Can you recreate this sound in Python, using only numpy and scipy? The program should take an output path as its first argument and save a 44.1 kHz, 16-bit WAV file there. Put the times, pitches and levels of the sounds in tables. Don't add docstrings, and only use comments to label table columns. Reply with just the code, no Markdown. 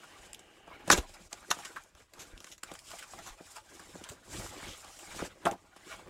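import sys
import numpy as np
from scipy import signal
from scipy.fft import rfft, irfft, next_fast_len
from scipy.io import wavfile
from scipy.ndimage import uniform_filter1d, map_coordinates

SR = 44100
rng = np.random.default_rng(int(sys.argv[2]) if len(sys.argv) > 2 else 0)


def int16_out(signal):
    q = np.round(np.clip(np.atleast_2d(signal).T, -1, 1) * 32767)
    wavfile.write(sys.argv[1], SR, q.astype(np.int16))


N = 268833

# [f/Hz, level/dB per Hz]
AIR_SPECTRUM = [(24, -41.5), (40, 2.5), (297, -12), (585, -8.5), (1950, -21), (2380, -5.5), (8130, -24),
                (16000, -20)]
AIR_DB = -83

# [f/Hz, width/Hz, level/dB]
DRONE_MODES = [(340, 300, -2), (825, 155, -2), (1570, 160, -5.5), (2920, 250, -2.5)]
DRONE_DB, DRONE_END_S, DRONE_FADE_S = -62.5, 1, .03

# [t at full strength/s, swell/s, hold/s, fade/s,
# surface hiss/dB, panel sound/dB, load on box and desk/dB]
STROKES = [(0.0, 0.086, 0.26, .3, -63, -59.5, -65.5), (0.23, 0.045, 0.017, 0.11, -63, -57.5, -61),
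           (0.383, .1, 0.19, 0.2, -72.5, -67, -72), (0.696, 0.17, 0.22, 0.2, -72, -57.5, -59.5),
           (0.906, 0.045, 0.068, 0.066, -45, -40, -51.5), (1.033, .1, 0.24, 0.02, -63, -62, -62.5),
           (1.323, 0.044, 0.41, 0.28, -63, -59, -65), (1.515, 0.028, 0.12, 0.19, -55, -56.5, -69),
           (1.768, 0.061, 0.038, 0.057, -67.5, -57, -69.5), (1.973, 0.05, 0.051, 0.076, -64.5, -64.5, -66),
           (2.198, 0.11, 0.029, 0.059, -61.5, -58, -59.5), (2.27, 0.026, 0.019, 0.26, -62, -60, -58.5),
           (2.49, 0.14, 0.018, 0.064, -58, -59, -68), (2.663, 0.035, 0.062, 0.21, -64.5, -56, -60.5),
           (2.91, 0.21, 0.069, 0.47, -54.5, -55.5, -65.5), (3.117, 0.094, 0.18, 0.11, -57, -55.5, -59),
           (3.492, 0.24, 0.084, 0.076, -58.5, -59, -65.5), (3.728, 0.21, 0.19, 0.48, -60.5, -59, -62.5),
           (3.974, 0.046, 0.15, 0.14, -65.5, -58.5, -61.5), (4.332, 0.11, 0.13, 0.14, -49, -53, -48.5),
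           (4.642, 0.37, 0.045, 0.12, -54, -49, -52), (4.744, 0.45, 0.099, 0.6, -55, -59, -66),
           (5.171, 0.29, 0.097, 0.031, -50.5, -48.5, -53.5), (5.311, 0.055, 0.01, 0.06, -79, -55.5, -57.5),
           (5.458, 0.15, 0.016, 0.12, -61.5, -55.5, -53), (5.586, 0.11, 0.25, 0.078, -72.5, -68.5, -71.5),
           (5.903, 0.18, 0.044, 0.15, -57, -49, -59), (6.044, 0.056, .05, .1, -88, -64.5, -55)]
STROKE_DEPTH_DB = 20
# [hiss/dB, panel/dB, load/dB]
REST_LEVELS_DB = [-85, -84, -74.5]
EDGE_SHARE, EDGE_DB = 0.58, -4
RASP_DB = 1.3
DESK_DB = -3.5

# [f/Hz, width/Hz, level/dB]
SURFACE_MODES = [(4984, 1070, 2), (6050, 2290, 2.5), (7500, 1770, 3.5), (10480, 2500, -7),
                 (12380, 2300, -10)]
EDGE_MODES = [(2440, 2110, -3.5), (2990, 870, 4), (3910, 920, -3)]
PANEL_MODES = [(647, 85, 2.5), (773, 43, 5), (833.4, 59, 5), (988, 75, 3.5), (1195, 179, 2.5),
               (1432, 50, 5.5), (1592, 133, 1.5), (1964, 172, 0), (2280, 310, -1.5)]
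HOLLOW_MODES = [(171, 88, -4.5), (251, 75, -2), (344, 79, -0.5), (480, 83, 2.5), (514, 139, 0.5)]
DESK_MODES = [(31.8, 24, -4.5), (72, 49, -2.6), (96, 36.4, -2)]

# [t/s, crack peak/dB, panel peak/dB, panel f/Hz, hollow peak/dB, t60/s]
SNAPS = [(0.3314, -31, -62, 1460, -65, 0.0075), (0.345, -33.5, -79, 1560, -86, 0.02),
         (0.392, -42.5, -62, 1500, -73, 0.027), (0.6754, -54, -43, 775, -45, 0.028),
         (0.9004, -10, -4.5, 1300, -16, 0.03), (1.0931, -44, -49, 627, -54, 0.032),
         (1.3281, -27.5, -40.5, 730, -46.5, 0.015), (1.5033, -22, -49, 2160, -31, 0.058),
         (1.5118, -14, -18, 1220, -56, 0.017), (1.566, -57, -47, 900, -41.5, 0.025),
         (1.587, -41, -37, 920, -49, 0.054), (1.836, -47, -79.5, 1460, -76, 0.02),
         (1.95, -47.5, -53.5, 1190, -58, 0.026), (2.1353, -42, -56, 630, -57, 0.036),
         (2.3768, -39, -59, 1230, -69, 0.0088), (2.4034, -37.5, -51.5, 1190, -50, 0.013),
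         (2.4423, -35.5, -41, 1910, -49, 0.023), (2.579, -44.5, -63, 1960, -81, 0.039),
         (2.6317, -27.5, -35, 1510, -44.5, 0.04), (2.7147, -37.5, -40, 930, -37.5, 0.035),
         (2.7364, -38, -62, 1280, -68, 0.035), (2.7514, -41, -42, 1390, -70, 0.036),
         (2.7875, -39, -80, 1650, -75, 0.068), (2.884, -44, -57, 1200, -69, 0.03),
         (2.9048, -38, -51, 1030, -67, 0.016), (2.914, -39, -46, 1030, -62, 0.021),
         (3.134, -54, -37.5, 880, -70, 0.094), (3.4049, -102, -55.5, 585, -40, 0.031),
         (3.9536, -40, -48, 680, -36.5, 0.28), (4.0114, -49, -53, 1230, -40, 0.032),
         (4.0377, -33, -53, 1360, -74, 0.046), (4.088, -35.5, -45, 1230, -51, 0.091),
         (4.398, -46, -42, 700, -43, 0.03), (4.461, -75, -38, 970, -53, 0.03),
         (4.575, -52, -69, 800, -41.5, 0.03), (4.845, -41, -45, 910, -51, 0.017),
         (4.9888, -39.5, -48.5, 638, -69, 0.1), (5.146, -55, -41, 700, -47, 0.032),
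         (5.2219, -43, -45, 603, -25, 0.031), (5.4525, -25.5, -36, 1830, -23, 0.049),
         (5.4575, -34, -21.5, 1160, -25, 0.02), (5.467, -51, -17.5, 860, -31, 0.09),
         (5.511, -31.5, -41, 1800, -30, 0.036), (5.7618, -47, -47, 950, -48.5, 0.065)]
# [t/s, crack peak/dB, panel peak/dB, panel f/Hz, hollow peak/dB, t60/s]
SCUFFS = [(0.8755, -35, -37, 620, -28, 0.02), (0.9084, -9, -45, 1070, -21.5, 0.066),
          (0.9203, -12, -18.5, 1430, -19.5, 0.033), (0.9712, -25.5, -45, 730, -24.5, 0.046),
          (1.136, -41, -49, 700, -61, 0.04), (1.647, -31.5, -39, 1400, -51, 0.039),
          (1.759, -51.5, -31.5, 1244, -78, 0.045), (2.1874, -36, -55, 1120, -69, 0.13),
          (2.4656, -44.5, -44, 1480, -69.5, 0.027), (2.5104, -37.5, -62, 1710, -60, 0.075),
          (2.9294, -50, -38.5, 624, -75, 0.036), (2.9841, -35.5, -44, 2370, -76, 0.041),
          (3.021, -43, -38.5, 2500, -74, 0.051), (3.185, -42, -40.5, 900, -54, 0.05),
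          (3.2554, -38, -39, 1000, -71, 0.11), (3.5524, -37.5, -39, 930, -62, 0.083),
          (3.793, -42.5, -42.5, 1320, -50, 0.025), (4.1082, -43.5, -59.5, 1102, -42, 0.073),
          (4.3224, -43, -44, 825, -54, 0.046), (4.623, -55, -39, 1540, -44, 0.023),
          (4.676, -37, -60, 1250, -43, 0.087), (5.185, -41, -34.5, 1230, -36, 0.052),
          (5.457, -53, -20.5, 620, -32.5, 0.084), (5.513, -51, -35, 635, -31.5, 0.069),
          (5.9044, -43, -38, 1570, -58, 0.088), (5.985, -62, -46, 810, -47, 0.049),
          (6.078, -60, -51, 632, -49, 0.02)]

# [f/Hz, t60/s]
ROOM_DECAY = [(200, 0.14), (2000, 0.078), (10000, 0.053)]
ROOM_DB = -13.0

# [t/s, drive level/dB, f/Hz]
BUMPS = [(0.982, -24.5, 54.4), (1.945, -52, 60.5), (2.189, -50, 110), (2.333, -42, 37.7),
         (2.544, -61.5, 50), (3.303, -46.5, 33), (3.945, -43, 153), (4.103, -40, 105), (4.28, -56, 35.3),
         (4.352, -40, 80), (4.394, -38, 95), (4.45, -43, 80), (4.681, -43, 87), (5.216, -36.5, 71.4)]
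SWAY_S, SWAY_HZ, SWAY_DB, SWAY_T60_S = 0.92, 26.9, -39, 0.63

TOP_HZ = 15900


def amp(db):
    return 10 ** (np.asarray(db) / 20)


def unit(x):
    return x / np.sqrt(np.mean(x ** 2) + 1e-20)


def along(points, hz):
    f, v = np.transpose(points)
    return np.interp(np.log(hz + 1), np.log(f + 1), v)


def wobble(knots_per_s):
    knots = rng.standard_normal(int(N * knots_per_s / SR) + 4)
    return map_coordinates(knots, [np.arange(N) * knots_per_s / SR])


def filtered(x, response):
    m = next_fast_len(N + SR // 2)
    return irfft(rfft(x, m) * response(np.fft.rfftfreq(m, 1 / SR)), m)[..., :N]


def ring(x, modes, top_hz=np.inf):
    m = next_fast_len(x.shape[-1] + 4096)
    f = np.fft.rfftfreq(m, 1 / SR)
    h = 0
    for k, (centre_hz, width_hz, db) in enumerate(modes):
        damping = 1j * f * width_hz
        h = h + (-1) ** k * amp(db) * damping / (centre_hz ** 2 - f ** 2 + damping)
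    h = h / (1 + 1j * f / top_hz - (f / top_hz) ** 2)
    h = h / np.sqrt(np.mean(np.abs(h) ** 2))
    return irfft(rfft(x, m) * h, m)[:x.shape[-1]]


def air():
    noise = rng.standard_normal(N)
    return amp(AIR_DB) * unit(filtered(noise, lambda hz: amp(along(AIR_SPECTRUM, hz))))


def drone():
    t = np.arange(N) / SR
    on = np.clip((DRONE_END_S - t) / DRONE_FADE_S, 0, 1)
    return amp(DRONE_DB) * on * ring(rng.standard_normal(N), DRONE_MODES)


def strokes():
    step = 44
    t = np.arange(0, N + step, step) / SR
    start, swell, hold, fade, *levels_db = np.transpose(STROKES)[..., None]
    before = np.maximum(start - t, 0) / swell
    after = np.maximum(t - start - hold, 0) / fade
    drop_db = STROKE_DEPTH_DB * (before + after)
    curves = []
    for db, rest_db in zip(levels_db, REST_LEVELS_DB):
        power = amp(2 * rest_db) + np.sum(amp(2 * (db - drop_db)), axis=0)
        curves.append(np.interp(np.arange(N) / SR, t, 10 * np.log10(power)))
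    return curves


def fibres(grain_db, clump_db, patchy_db):
    z = signal.stft(rng.standard_normal(N + 512), nperseg=512)[2]
    field = uniform_filter1d(rng.standard_normal(z.shape), size=3, axis=0)
    field = uniform_filter1d(field, size=6, axis=1)
    noise = signal.istft(z * amp(patchy_db * unit(field)), nperseg=512)[1][:N]
    force_db = grain_db * wobble(500) + clump_db * wobble(60) + RASP_DB * wobble(16)
    return unit(noise * amp(force_db))


def rubbing():
    hiss_db, panel_db, load_db = strokes()
    edge_db = EDGE_SHARE * hiss_db + (1 - EDGE_SHARE) * panel_db + EDGE_DB
    catch = (rng.random(N) < 40 / SR) * rng.exponential(size=N)
    release = amp(-60 * np.arange(SR // 20) / SR / 0.00063)
    grip = 1 + 0.6 * signal.fftconvolve(catch, release)[:N]
    hiss = ring(amp(hiss_db) * grip * fibres(grain_db=1.0, clump_db=1.8, patchy_db=2.3), SURFACE_MODES)
    edge = ring(amp(edge_db) * grip * fibres(grain_db=1.0, clump_db=1.5, patchy_db=2.5), EDGE_MODES)
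    panel = ring(amp(panel_db) * grip * fibres(grain_db=0, clump_db=2.5, patchy_db=4), PANEL_MODES)
    hollow = ring(amp(load_db) * fibres(grain_db=4.5, clump_db=1.5, patchy_db=5.0), HOLLOW_MODES)
    desk = ring(amp(load_db + DESK_DB) * fibres(grain_db=-6.0, clump_db=0.5, patchy_db=2.0), DESK_MODES)
    return hiss + edge + panel + hollow + desk


def bursts(rows, rise_s, swell, click):
    out = np.zeros(N + SR)
    t = np.arange(SR // 5) / SR
    for start_s, crack_db, panel_db, pitch_hz, hollow_db, t60_s in rows:
        t60_s = np.clip(t60_s, .004, .2)
        rise = (1 - np.exp(-t / (rise_s + swell * t60_s))) ** 2
        jerks = np.repeat(rng.standard_normal(len(t) // 30), 30)
        tail = rise * amp(-60 * t / t60_s + 3.6 * jerks)
        first = rise * click * amp(-60 * t / 0.0018)
        blow = 9 * click * np.exp(-((t - 1.747 * rise_s) * pitch_hz / 0.098) ** 2)
        skin = [(hz, 1.15 * width_hz, db - hz / 2400 + rng.standard_normal() * 2)
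                for hz, width_hz, db in EDGE_MODES + SURFACE_MODES]
        near = [(hz * (1 + 0.042 * rng.standard_normal()), width_hz, db - 14 * np.log2(hz / pitch_hz) ** 2)
                for hz, width_hz, db in PANEL_MODES]
        noise = rng.standard_normal((3, len(t)))
        layers = [(crack_db, skin, (tail + first) * noise[0]),
                  (panel_db, near, tail * noise[1] + blow),
                  (hollow_db, HOLLOW_MODES, tail * noise[2] + blow)]
        top_hz = 5999 - 250 * crack_db
        begin = round(start_s * SR)
        for peak_db, modes, drive in layers:
            part = ring(drive, modes, top_hz)
            out[begin:begin + len(t)] += amp(peak_db) * part / np.abs(part).max()
    return out[:N]


def room(x):
    hz, t, z = signal.stft(rng.standard_normal(SR // 2), SR, nperseg=256)
    decay = amp(-60 * t / along(ROOM_DECAY, hz)[:, None])
    tail = signal.istft(z * decay, SR, nperseg=256)[1]
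    return signal.fftconvolve(np.pad(x, (300, 0)), tail / np.linalg.norm(tail))[:N]


def bumps():
    out = np.zeros(N + SR)
    t = np.arange(SR // 2) / SR
    for start_s, db, hz in BUMPS:
        cycles = t * hz
        envelope = 4 * cycles * np.exp(-2.2 * cycles ** 1.23)
        begin = round(start_s * SR)
        out[begin:begin + len(t)] -= amp(db) * envelope * np.sin(2 * np.pi * cycles)
    sway = amp(SWAY_DB - 60 * t / SWAY_T60_S) * np.sin(2 * np.pi * SWAY_HZ * t)
    begin = round(SWAY_S * SR)
    out[begin:begin + len(t)] -= sway
    return out[:N]


def scene():
    snaps = bursts(SNAPS, rise_s=0.000685, swell=0, click=9.3)
    scuffs = bursts(SCUFFS, rise_s=0.00076, swell=0.12, click=0)
    hits = snaps + scuffs
    mix = air() + drone() + rubbing() + hits + amp(ROOM_DB) * room(hits) + bumps()
    return mix[None]


def record(dry):
    return filtered(dry, lambda hz: 1 / (1 + (hz / TOP_HZ) ** 120))


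dry = scene()
out = record(dry)
int16_out(out)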